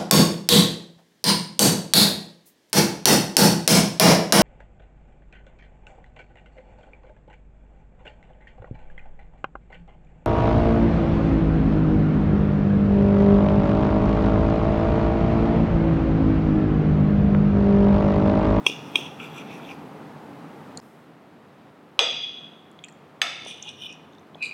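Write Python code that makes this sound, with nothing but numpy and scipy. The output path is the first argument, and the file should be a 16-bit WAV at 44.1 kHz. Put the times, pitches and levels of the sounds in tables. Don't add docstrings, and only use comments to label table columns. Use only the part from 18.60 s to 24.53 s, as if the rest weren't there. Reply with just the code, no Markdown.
import sys
import numpy as np
from scipy import signal
from scipy.fft import rfft, irfft, next_fast_len
from scipy.io import wavfile
from scipy.ndimage import map_coordinates

SR = 44100
rng = np.random.default_rng(int(sys.argv[2]) if len(sys.argv) > 2 else 0)


def volts_from_decibels(level):
    exponent = np.asarray(level, float) / 20
    return 10 ** exponent


def bounce(signal):
    frames = np.transpose(np.atleast_2d(signal))
    limited = np.clip(frames, -1, 1)
    pcm = np.round(limited * 32767).astype(np.int16)
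    wavfile.write(sys.argv[1], SR, pcm)


N = 261513
T = np.arange(N) / SR
CUT_S = 2.2018

# t/s, peak level/dB, thud level/dB, room level/dB, bite level/dB
BLOWS = [
    (0.0645, -0.4, -15, -28.5, -16.5),
    (0.3553, -3.5, -18, -26.5, -26.5),
    (3.3911, -1.5, -12, -2, -20.5),
    (4.6158, -5.5, -16.5, -6, -20.5),
]
# f/Hz, level/dB, swell/ms
CLACK_MODES = [[(2430, -3.5, 2.0), (2700, 0, 2.4), (3000, -12, 1.6), (3300, 0, 2.3)] + [ (4090, -27, 1.5),
               (5290, -20, 1.4), (5700, -14, .9), (6270, -23, 2.5), (8790, -18, 1.5), (11000, -36, .6),
               (12800, -36, 1.2), (14800, -36, .5)], [(2450, -1, 2.2), (2750, -6, 2.4), (3000, -12, 1.6),
               (3270, 0, 2.2)] + [ (3730, -12, 2.8), (5240, -26, 1.6), (6260, -26, 2.5), (8630, -19, 1.6),
               (10300, -36, 1.5), (11700, -36, .6), (13200, -30, .9), (14700, -31, .5)], [(2450, -6, 1.6),
               (2850, -2, 1.1), (3240, 0, 1.3), (3930, -1, 1.2), (4800, -14, 1.5), (5610, -11, 1.1),
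               (6310, -14, 1.6), (7780, -21, 1.6), (9460, -32, 1.3), (11200, -36, 1.3), (13700, -44, .6)],
               [(1790, -1, 1.3), (2260, -9, 1.8), (2630, -2, 1.6), (2910, -3, 1.6), (3350, -1, 1.4),
               (3570, -8, 2.5), (3940, -8, 1.5), (4720, -11, 1.3), (6380, -13, 1.2), (7870, -19, 1.4),
               (9500, -26, 1.3), (11300, -26, 1.5)]]
CLACK_SENSE = [1, 1, -1, 1]
AFTERRING_DB = [-16.5, -14, -13, -19]
AFTERRING_S = 0.064
# f/Hz, width/Hz, level/dB
THUD_MODES = [
    [(397.3, 125, 7.5), (1021, 150, 7.5)],
    [(316, 76, -6), (972, 220, -10.5)],
    [(552, 94, 5), (786, 37, 8), (1060, 260, 3.5)],
    [(715, 170, -2.5), (1200, 160, 0)],
]
# f/Hz, width/Hz, level/dB
LASTING_EARLY = [
    [(2447, 160, 3), (2754, 160, 6), (3350, 160, 2.5), (5770, 1294, 6), (8740, 550, -19)],
    [(2450, 150, -5), (2760, 150, -3), (3380, 160, -4), (5780, 790, -8), (8580, 490, -11)],
]
# f/Hz, width/Hz, level/dB
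LASTING_LATE = [[(510, 113, -14.5), (640, 215, -11.0), (903, 69, -14.0), (1210, 210, -13.5),
                (1545, 360, -36.0), (2140, 270, -15.0), (2473, 90, -7.0), (2990, 300, -9.5),
                (3273, 130, -3.5), (3370, 98, 0.5), (3480, 35, -11), (3650, 96, -5.5), (4050, 170, -14.5),
                (5510, 290, -18.5)] + [(350, 110, -25.5), (4800, 1730, -21.0), (8300, 2600, -37),
                (12000, 4400, -56.0), (4900, 590, -23.5)], [(726, 170, 2.0), (1356, 136, 3.5),
                (2170, 53, -2.0), (2580, 61, -3), (2910, 66, -9), (3453, 33, 8.5), (3505, 87, 9.0),
                (3940, 32, -22.0), (4450, 380, -9.0), (5750, 120, -1.5)] + [(2000, 1660, 4.0),
                (4400, 2700, -32.0), (7600, 1500, -20.0), (12500, 3000, -66), (4860, 210, -13.5)]]
STEEL_HZ = [
    [],
    [],
    [2455, 3391, 4807, 6280, 6272, 7817, 9430, 11170],
    [3456, 3560, 4807, 4910, 6365, 6390, 7800, 9510, 11300],
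]
# level/dB, t60/s
STEEL_DECAY = [
    [],
    [],
    [(-31.5, 0.59), (-30, 0.55), (-29.5, 0.56), (-32.5, 0.43), (-44.5, 0.86), (-44, 0.39), (-55, 0.39),
     (-53, .3)],
    [(-40, 0.57), (-41, 0.65), (-48, 0.61), (-45, 0.25), (-23.5, 0.059), (-46, 0.32), (-47, 0.45),
     (-55, 0.54), (-47, 0.2)],
]
SLAP_S = [.0325, 0.033, .028, 0.052]
SLAP_DB = [-24, -21.5, -21.5, -17]

# peak t/s, level/dB, rise/s, fall/s, brightness/dB
PUSHES = [
    [(.074, -29, 0.017, 0.056, -10), (.12, -40.5, 0.056, 0.15, -25), (.29, -59.5, .12, 0.073, 1.5)],
    [(.372, -34, 0.031, 0.08, -10.5), (.465, -39, 0.12, 0.044, -22)],
    [(.6, -41.5, 0.0062, 0.069, -22), (.645, -43, 0.084, 0.059, -16), (.785, -43, 0.091, 0.052, -11.5),
     (.82, -48, 0.046, 0.015, -22)],
    [(4.882, -44, 0.029, 0.061, -1.5), (4.915, -42, 0.1, 0.098, -11), (5.082, -39.5, 0.1, 0.093, -17)],
    [(5.819, -47, 0.034, 0.045, -37), (5.826, -33, 0.0037, 0.13, -8), (5.925, -57, 0.027, .05, -25)],
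    [(.915, -49, 0.11, 0.12, -13), (.955, -54, .07, 0.025, -16), (1.113, -48.5, 0.18, 0.065, -10.5)],
    [(5.185, -62, .04, .05, -5), (5.222, -43, 0.037, 0.069, -16.5), (5.264, -37.5, 0.082, 0.022, -15.5)],
    [(.645, -51, 0.063, 0.051, -20), (.745, -55, 0.05, 0.091, -18), (.805, -49.5, 0.062, 0.03, -8),
     (.885, -58, .04, 0.05, -20), (1.06, -51, 0.074, .03, -17)],
    [(5.3, -43, 0.096, 0.061, -13.5), (5.335, -53.5, 0.056, 0.039, -6), (5.4, -71, .08, .15, -7)],
    [(3.635, -37, 0.038, .09, -42), (3.675, -37, 0.12, 0.065, -42.5), (3.79, -47, .08, 0.073, -42),
     (3.85, -44.5, 0.12, 0.048, -45)],
]
# f/Hz, width/Hz, level/dB
PUSHED_MODES = [
    [(2460, 160, 0), (2806, 150, 1), (3410, 200, 0), (5650, 470, -13), (8400, 1500, -22),
     (14300, 1940, -30)],
    [(2475, 260, -2.5), (2720, 240, 0), (3325, 240, 4), (5750, 384, -18), (6160, 170, -17),
     (8500, 1200, -22.5), (14310, 2400, -28.5)],
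    [(1320, 170, -3.5), (2370, 210, -2.5), (2760, 220, -3), (3370, 260, -9), (4900, 150, -24),
     (5900, 500, -24), (7600, 340, -20), (9700, 600, -24.5), (12900, 400, -26), (14240, 300, -23)],
    [(2455, 62, 1), (2910, 210, -0.5), (3470, 270, 0), (5000, 130, -13.5), (5770, 370, -11.5),
     (6000, 290, -6), (7950, 290, -16), (9000, 450, -12), (13400, 1400, -33)],
]
# f/Hz, width/Hz, level/dB
PUSHED_MODES_LATE = [
    [(2500, 150, -7), (2875, 160, -18.5), (3984, 190, -9), (4000, 310, -15), (4670, 230, -12.5),
     (6260, 350, -29), (7400, 500, -25), (8500, 360, -28.5), (9400, 280, -42)],
    [(2440, 310, -0.5), (2720, 280, -18), (3390, 360, -3.5), (4770, 150, -17), (5800, 460, -26),
     (7700, 400, -18), (9840, 370, -18), (13200, 500, -18), (14300, 300, -34)],
    [(2465, 49, 0.5), (2980, 210, 2), (3550, 230, -1), (5660, 290, -10), (9050, 600, -25),
     (13600, 1400, -33.5)],
    [(3400, 310, 0), (5900, 300, -11)],
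    [(2490, 90, 4.5), (2900, 300, 0.5), (3640, 370, -14), (5660, 380, -8), (9050, 600, -28)],
    [(2487, 45, -13.5), (3280, 80, -3.5), (3393, 78, -1)],
]
# f/Hz, width/Hz, level/dB
DENSE_MODES = [(3350, 680, -22.5), (5730, 880, -23.5), (8930, 1000, -29.5), (13500, 2840, -47.5)]
DENSE_DB = [-4.5, 0.5, -1, -13, -12, 10.5, -17.5, -12, -20, -4]
EDGE_DB = 24
LINGER_DB, LINGER = -23, 3

# t/s, peak level/dB, swell/ms
JUDDER = [(0.054, -40, 7.6), (.345, -39, 7), (5.779, -53, 3.8), (5.792, -55, 5), (5.806, -37, 4.2),
          (5.816, -26.5, 3.5), (5.824, -19, 3.3), (5.827, -18.5, 4.6), (5.836, -21.5, 2.5),
          (5.842, -22, 2.8), (5.845, -31, 1.9), (5.858, -25, 2.7), (5.865, -24, 2.4), (5.875, -33, 3),
          (5.893, -33, 2.8), (5.9105, -27.5, 1.8), (5.916, -35, 2.7), (5.9205, -28, 3)]
JUDDER_HZ, JUDDER_SPREAD = 2477, 0.0088

# t/s, peak level/dB, f/Hz
LOW_TICKS = [(.5995, -28.5, 2580), (.9068, -36, 2360), (1.0913, -29.5, 2720), (1.1107, -31, 2450),
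             (1.116, -34, 2400), (4.1898, -35, 3400), (4.2392, -27, 3250), (4.2395, -30.5, 2500),
             (4.2445, -42, 2500), (4.2497, -37, 2560), (4.2635, -46, 2600), (4.2497, -41, 3250),
             (4.2914, -46, 2650), (5.0674, -48, 2960), (5.0774, -28, 2910), (5.0899, -27, 3390),
             (5.5324, -46, 3700), (5.55, -47, 3540), (5.583, -44.5, 3650), (5.7464, -34.5, 3390),
             (.715, -43, 3300), (.7784, -36, 2600), (.8712, -43, 2580), (1.0338, -38.5, 2660),
             (5.0449, -45, 3400), (5.1347, -35, 3400), (5.1895, -40, 2900), (5.2155, -45, 3400),
             (5.8245, -26, 3960), (5.8555, -23, 3970)]
# t/s, peak level/dB, f/Hz
HIGH_TICKS = [(.318, -42, 13500), (1.143, -48, 10500), (2.1733, -23, 6900), (2.2006, -34, 5150),
              (4.114, -49.5, 7400), (4.2388, -30, 6950), (4.2447, -28.5, 7170), (4.2842, -40, 7300),
              (4.2884, -41, 7450), (4.2974, -46.5, 7400), (4.3241, -42.5, 7100), (4.8489, -32, 6400),
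              (5.0255, -18.5, 6300), (5.0334, -40, 5780), (5.0903, -30, 5660), (5.0964, -44, 5820),
              (5.1114, -43, 5430), (5.3253, -39, 5660), (5.5248, -54, 6400), (5.534, -53.5, 5900),
              (5.546, -57, 7600), (5.5493, -52, 5500), (5.5837, -52, 5640), (5.5947, -49, 6240),
              (5.7544, -55, 6440), (5.848, -34.5, 8500), (5.856, -38, 8500)]
# t/s, peak level/dB, f/Hz
OVERTONES = [(2.173, -28.5, 8740), (2.1737, -25, 4330), (3.6258, -56, 8400), (4.114, -57, 10500),
             (4.19, -50, 2200), (4.19, -57, 4900), (4.19, -57, 6300), (4.2843, -43, 1900),
             (4.2843, -43, 5900), (4.2845, -42, 4260), (4.2845, -49, 8500), (4.849, -40, 4880),
             (4.849, -43, 7400), (4.849, -40, 9000), (5.0334, -45, 7200), (5.0903, -44, 7800),
             (5.0903, -48, 9900), (5.0964, -43, 7500), (5.326, -38.5, 7150), (5.326, -46, 9000)]
# t/s, peak level/dB, f/Hz
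BUMPS = [(.0968, -20, 350), (.3885, -22, 350), (.999, -22, 1200), (4.863, -24.5, 593), (5.755, -26, 634)]
# t/s, peak level/dB, f/Hz
TABLE_HUMS = [(1.1, -40.5, 788), (5.06, -46.5, 850)]
# t/s, peak level/dB, f/Hz
FORK_PINGS = [(.66, -64, 4800), (1.11, -62, 4800)]

# f/Hz, t60/s
WALLS = [(300, 0.57), (800, 0.52), (1500, 0.49), (2400, 0.89), (3400, 0.98), (4500, 0.753), (6000, 0.65),
         (9000, 0.29), (15000, 0.17)]

# hum level/dB, hum drift/(dB/s), settled hiss/dB, extra hiss at the start/dB, settling/s
SHOTS = [
    (-40.5, -0.9, -68.5, 4.5, 1.6),
    (-49.5, -0.24, -76, 10, 0.33),
]
# f/Hz, level/dB
HUM = [
    [(24, -51.5), (40, -29.5), (64, -24.5), (83, -25), (142, 0.5), (287, 0), (360, -6), (413, -4),
     (635, -9.5), (815, -5.5), (1120, -12.5), (1280, -13), (9000, -59.5), (11700, -75), (19800, -120)],
    [(24, -43.5), (40, -29), (64, -41.5), (81, -16), (159, -4), (195, -3.5), (495, -9.5), (593, -11.5),
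     (711, -10), (833, -12.5), (1310, -15.5), (2830, -33.5), (9000, -63), (11700, -80.5), (19800, -120)],
]
# f/Hz, level/dB
AIR = [(1500, -4), (2500, 1.5), (4000, 6), (6000, 6.5)]
# f/Hz, level/dB
NULL = [(105, 0), (120, -10), (132, 0), (170, 0), (185, -4), (200, 0)]
# f/Hz, width/Hz, level/dB
DRONE = [(99, 12, -8), (135, 9, -2), (160, 10, 0), (234, 10, -5), (288, 6, 3), (425, 10, -8),
         (726, 10, -11)]
# f/Hz, level/dB
HISS = [(2000, -33), (5000, -4), (8000, -1), (12000, -3), (15500, -4.5)]
FAN_S, FAN_DB, FAN_BACK_S = 3.1, -1.5, 1


def blows():
    out, t = np.zeros(N), np.arange(SR) / SR
    for k, (s, db, thud_db, room_db, bite_db) in enumerate(BLOWS):
        clack = peak(damped_clack(k, t))
        thud = filtered(impulse(t), modes(THUD_MODES[k], order=2))
        near = volts_from_decibels(db) * (clack + volts_from_decibels(bite_db) * peak(glaze_bite(t)) + volts_from_decibels(thud_db) * peak(thud))
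        lasting = lasting_lines(k, t)
        lasting = lasting * volts_from_decibels(room_db) * np.linalg.norm(near) / np.linalg.norm(lasting)
        steel = free_steel(k, t)
        slap = filtered(volts_from_decibels(db) * clack, modes([(3400, 863, 0.0015)]))
        add(out, s, near)
        add(out, s + .001, steel + 0.338 * lasting)
        add(out, s + SLAP_S[k], volts_from_decibels(SLAP_DB[k]) * slap)
        add(out, s, room(lasting + 0.23 * steel + volts_from_decibels(room_db - 17.5) * near))
    return out


def damped_clack(k, t):
    out = 0
    for j, (hz, level, ms) in enumerate(CLACK_MODES[k]):
        u = t * 1000 / ms
        pressed = (u * np.exp(1 - u)) ** 2
        afterring = volts_from_decibels(AFTERRING_DB[k] - 60 * t * 2 / (AFTERRING_S * ms)) * (1 - np.exp(-u)) ** 2
        out = out + CLACK_SENSE[k] ** j * volts_from_decibels(level) * (pressed + afterring) * np.sin(2 * np.pi * hz * t)
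    return out


def glaze_bite(t):
    onset = 1 - np.exp(-(t / 0.00025) ** 2)
    burst = rng.standard_normal(len(t)) * volts_from_decibels(-60 * t / 0.016) * onset
    return filtered(burst, modes(DENSE_MODES))


def lasting_lines(k, t):
    lines = filtered(impulse(t), modes((LASTING_EARLY + LASTING_LATE)[k], order=2, sense=0.96))
    dull_hz = 9500
    return filtered(lines, lambda f: (1 - (f / dull_hz) ** 2 + 1.4j * f / dull_hz) ** -2)


def free_steel(k, t):
    out = 0
    for hz, (level, t60) in zip(STEEL_HZ[k], STEEL_DECAY[k]):
        beat_db = 4 * np.tanh(wobble(t, rate=65))
        phase = 2 * np.pi * hz * t + .65 * wobble(t, rate=65)
        out = out + volts_from_decibels(level - 60 * t / t60 + beat_db) * np.sin(phase)
    return out


def strokes():
    out = np.zeros(N)
    for rows, excited, dense_db in zip(PUSHES, PUSHED_MODES + PUSHED_MODES_LATE, DENSE_DB):
        start = max(rows[0][0] - LINGER * rows[0][2], 0)
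        end = rows[-1][0] + 2 * LINGER * rows[-1][3]
        t = np.arange(round(start * SR), round(end * SR)) / SR
        force = bright = 0
        for s, db, rise, fall, bright_db in rows:
            away = np.where(t < s, (s - t) / rise, (t - s) / fall)
            press = volts_from_decibels(db) * (volts_from_decibels(-EDGE_DB * away) + volts_from_decibels(LINGER_DB - EDGE_DB * (away / LINGER) ** 2))
            force = force + press
            bright = bright + press * volts_from_decibels(bright_db)
        excited = excited + [(hz, width, db + dense_db) for hz, width, db in DENSE_MODES]
        plate = [m for m in excited if m[0] < 4350]
        blade = [m for m in excited if m[0] >= 4350]
        drag = slips(len(t), rate=1300, spread_db=3.0)
        body = filtered(force * drag, modes(plate, order=2)) / filtered(drag, modes(plate, order=2)).std()
        rub = slips(len(t), rate=2340, spread_db=5.0)
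        edge = sum(filtered(rub, modes([m], order=2)) * volts_from_decibels(2.5 * wobble(t, rate=18.8)) for m in blade)
        add(out, start, body + bright * unit(edge))
    return out


def slips(size, rate, spread_db):
    strength = volts_from_decibels(spread_db * np.minimum(rng.exponential(size=size), 3))
    catches = (rng.random(size) < rate / SR) * strength
    return unit(catches * rng.standard_normal(size)) + rng.standard_normal(size)


def judder():
    out, t = np.zeros(N), np.arange(SR // 20) / SR
    for k, (s, db, ms) in enumerate(JUDDER):
        u = t * 1000 / ms
        shift = JUDDER_SPREAD * rng.standard_normal()
        tone = np.sin(2 * np.pi * JUDDER_HZ * (s + t + shift * t))
        add(out, s, (-1) ** k * volts_from_decibels(db) * (u * np.exp(1 - u)) ** 2 * tone)
    return out


def touches():
    low = ticks(LOW_TICKS, crack=1.0, t60=0.014, at_hz=2900)
    high = ticks(HIGH_TICKS + OVERTONES, crack=1.2, t60=0.0078, at_hz=6465)
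    bumps = ticks(BUMPS, crack=.1, t60=0.0072, at_hz=601)
    bumps = filtered(bumps, lambda hz: (1j * hz / (1j * hz + 150)) ** 2)
    hums = ticks(TABLE_HUMS, crack=.1, t60=0.13, at_hz=863)
    pings = ticks(FORK_PINGS, crack=.1, t60=.25, at_hz=4800)
    return low + high + bumps + hums + pings


def ticks(table, crack, t60, at_hz):
    out, t = np.zeros(N), np.arange(SR // 8) / SR
    onset = (1 - np.exp(-t / 0.00051)) ** 2
    for s, db, hz in table:
        neighbour = np.sin(2 * np.pi * hz * t * rng.uniform(1.08, 1.1))
        ring = np.sin(2 * np.pi * hz * t) + 0.43 * neighbour
        burst = rng.standard_normal(len(t)) * volts_from_decibels(-60 * t / 0.0069) * onset
        snap = filtered(burst, modes([(hz * .98, hz * 0.13, 0)], order=4))
        fade = volts_from_decibels(-60 * t / t60 * (hz / at_hz) ** 0.92)
        add(out, s, volts_from_decibels(db) * (1.47 * ring * fade * onset + 3 * crack * snap))
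    return out


def room(x):
    hz, t, z = signal.stft(rng.standard_normal(SR), SR, nperseg=256)
    tail = signal.istft(z * volts_from_decibels(-60 * t / along(WALLS, hz)[:, None]), SR, nperseg=256)[1]
    tail = tail * np.clip(np.arange(len(tail)) / SR / 0.0043, 0, 1)
    return signal.fftconvolve(x, tail / np.linalg.norm(tail))


def background():
    late = T >= CUT_S
    hum_db, drift, hiss_db, extra_db, settle = np.array(SHOTS)[1 * late].T
    since = T - CUT_S * late
    first, second = (noise(lambda f: volts_from_decibels(along(h, f) + along(AIR, f) + along(NULL, f))) for h in HUM)
    drone = noise(modes(DRONE, order=2))
    hum = np.where(late, second + 0.34 * drone, first + 0.39 * drone)
    dip_db = FAN_DB * (T > FAN_S) * np.exp(-abs(T - FAN_S) / FAN_BACK_S)
    hum_db = hum_db + drift * since + dip_db + 0.49 * wobble(T, rate=7)
    hiss = noise(lambda f: volts_from_decibels(along(HISS, f)))
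    hiss_db = hiss_db + extra_db * np.clip(1 - since / settle, 0, 1)
    return volts_from_decibels(hum_db) * hum + volts_from_decibels(hiss_db) * hiss


def noise(response):
    return unit(filtered(rng.standard_normal(N), response))


def modes(table, order=1, sense=-1):
    widen = 1 / np.sqrt(2 ** (1 / order) - 1)

    def response(f):
        total = 0
        for k, (centre, width, db) in enumerate(table):
            loss = 1j * f * width * widen
            total = total + sense ** k * volts_from_decibels(db) * (loss / (centre * centre - f * f + loss)) ** order
        return total
    return response


def filtered(x, response):
    m = next_fast_len(len(x) + SR // 4)
    return irfft(rfft(x, m) * response(np.fft.rfftfreq(m, 1 / SR)), m)[:len(x)]


def along(points, hz):
    f, v = np.transpose(points)
    return np.interp(np.log(hz + 1), np.log(f + 1), v)


def wobble(t, rate):
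    knots = rng.standard_normal(int((t[-1] - t[0]) * rate) + 4)
    return map_coordinates(knots, [(t - t[0]) * rate])


def impulse(t):
    return 1. * (t == 0)


def peak(x):
    return x / abs(x).max()


def unit(x):
    return x / np.sqrt(np.mean(x ** 2) + 1e-20)


def add(track, s, sound):
    part = track[round(s * SR):][:len(sound)]
    part += sound[:len(part)]


def scene():
    touching = touches()
    rubbing = strokes() + judder()
    sent = volts_from_decibels(-16.0) * touching + volts_from_decibels(-18.0) * rubbing
    early = T < CUT_S
    wet = room(sent * early)[:N] * early + room(sent * ~early)[:N]
    return (blows() + touching + rubbing + wet + background())[None]


def roll_off(x):
    return signal.sosfilt(signal.butter(12, 16660, fs=SR, output="sos"), x)


def record(dry):
    splice = np.where(T < CUT_S, 1, np.clip((T - CUT_S) / 0.02, .05, 1))
    microphone = lambda hz: (hz < 16200) * (1j * hz / (1j * hz + 27)) ** 2
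    mix = filtered(dry[0] * splice, microphone)[None]
    return roll_off(mix)


dry = scene()
out = record(dry)
bounce(out)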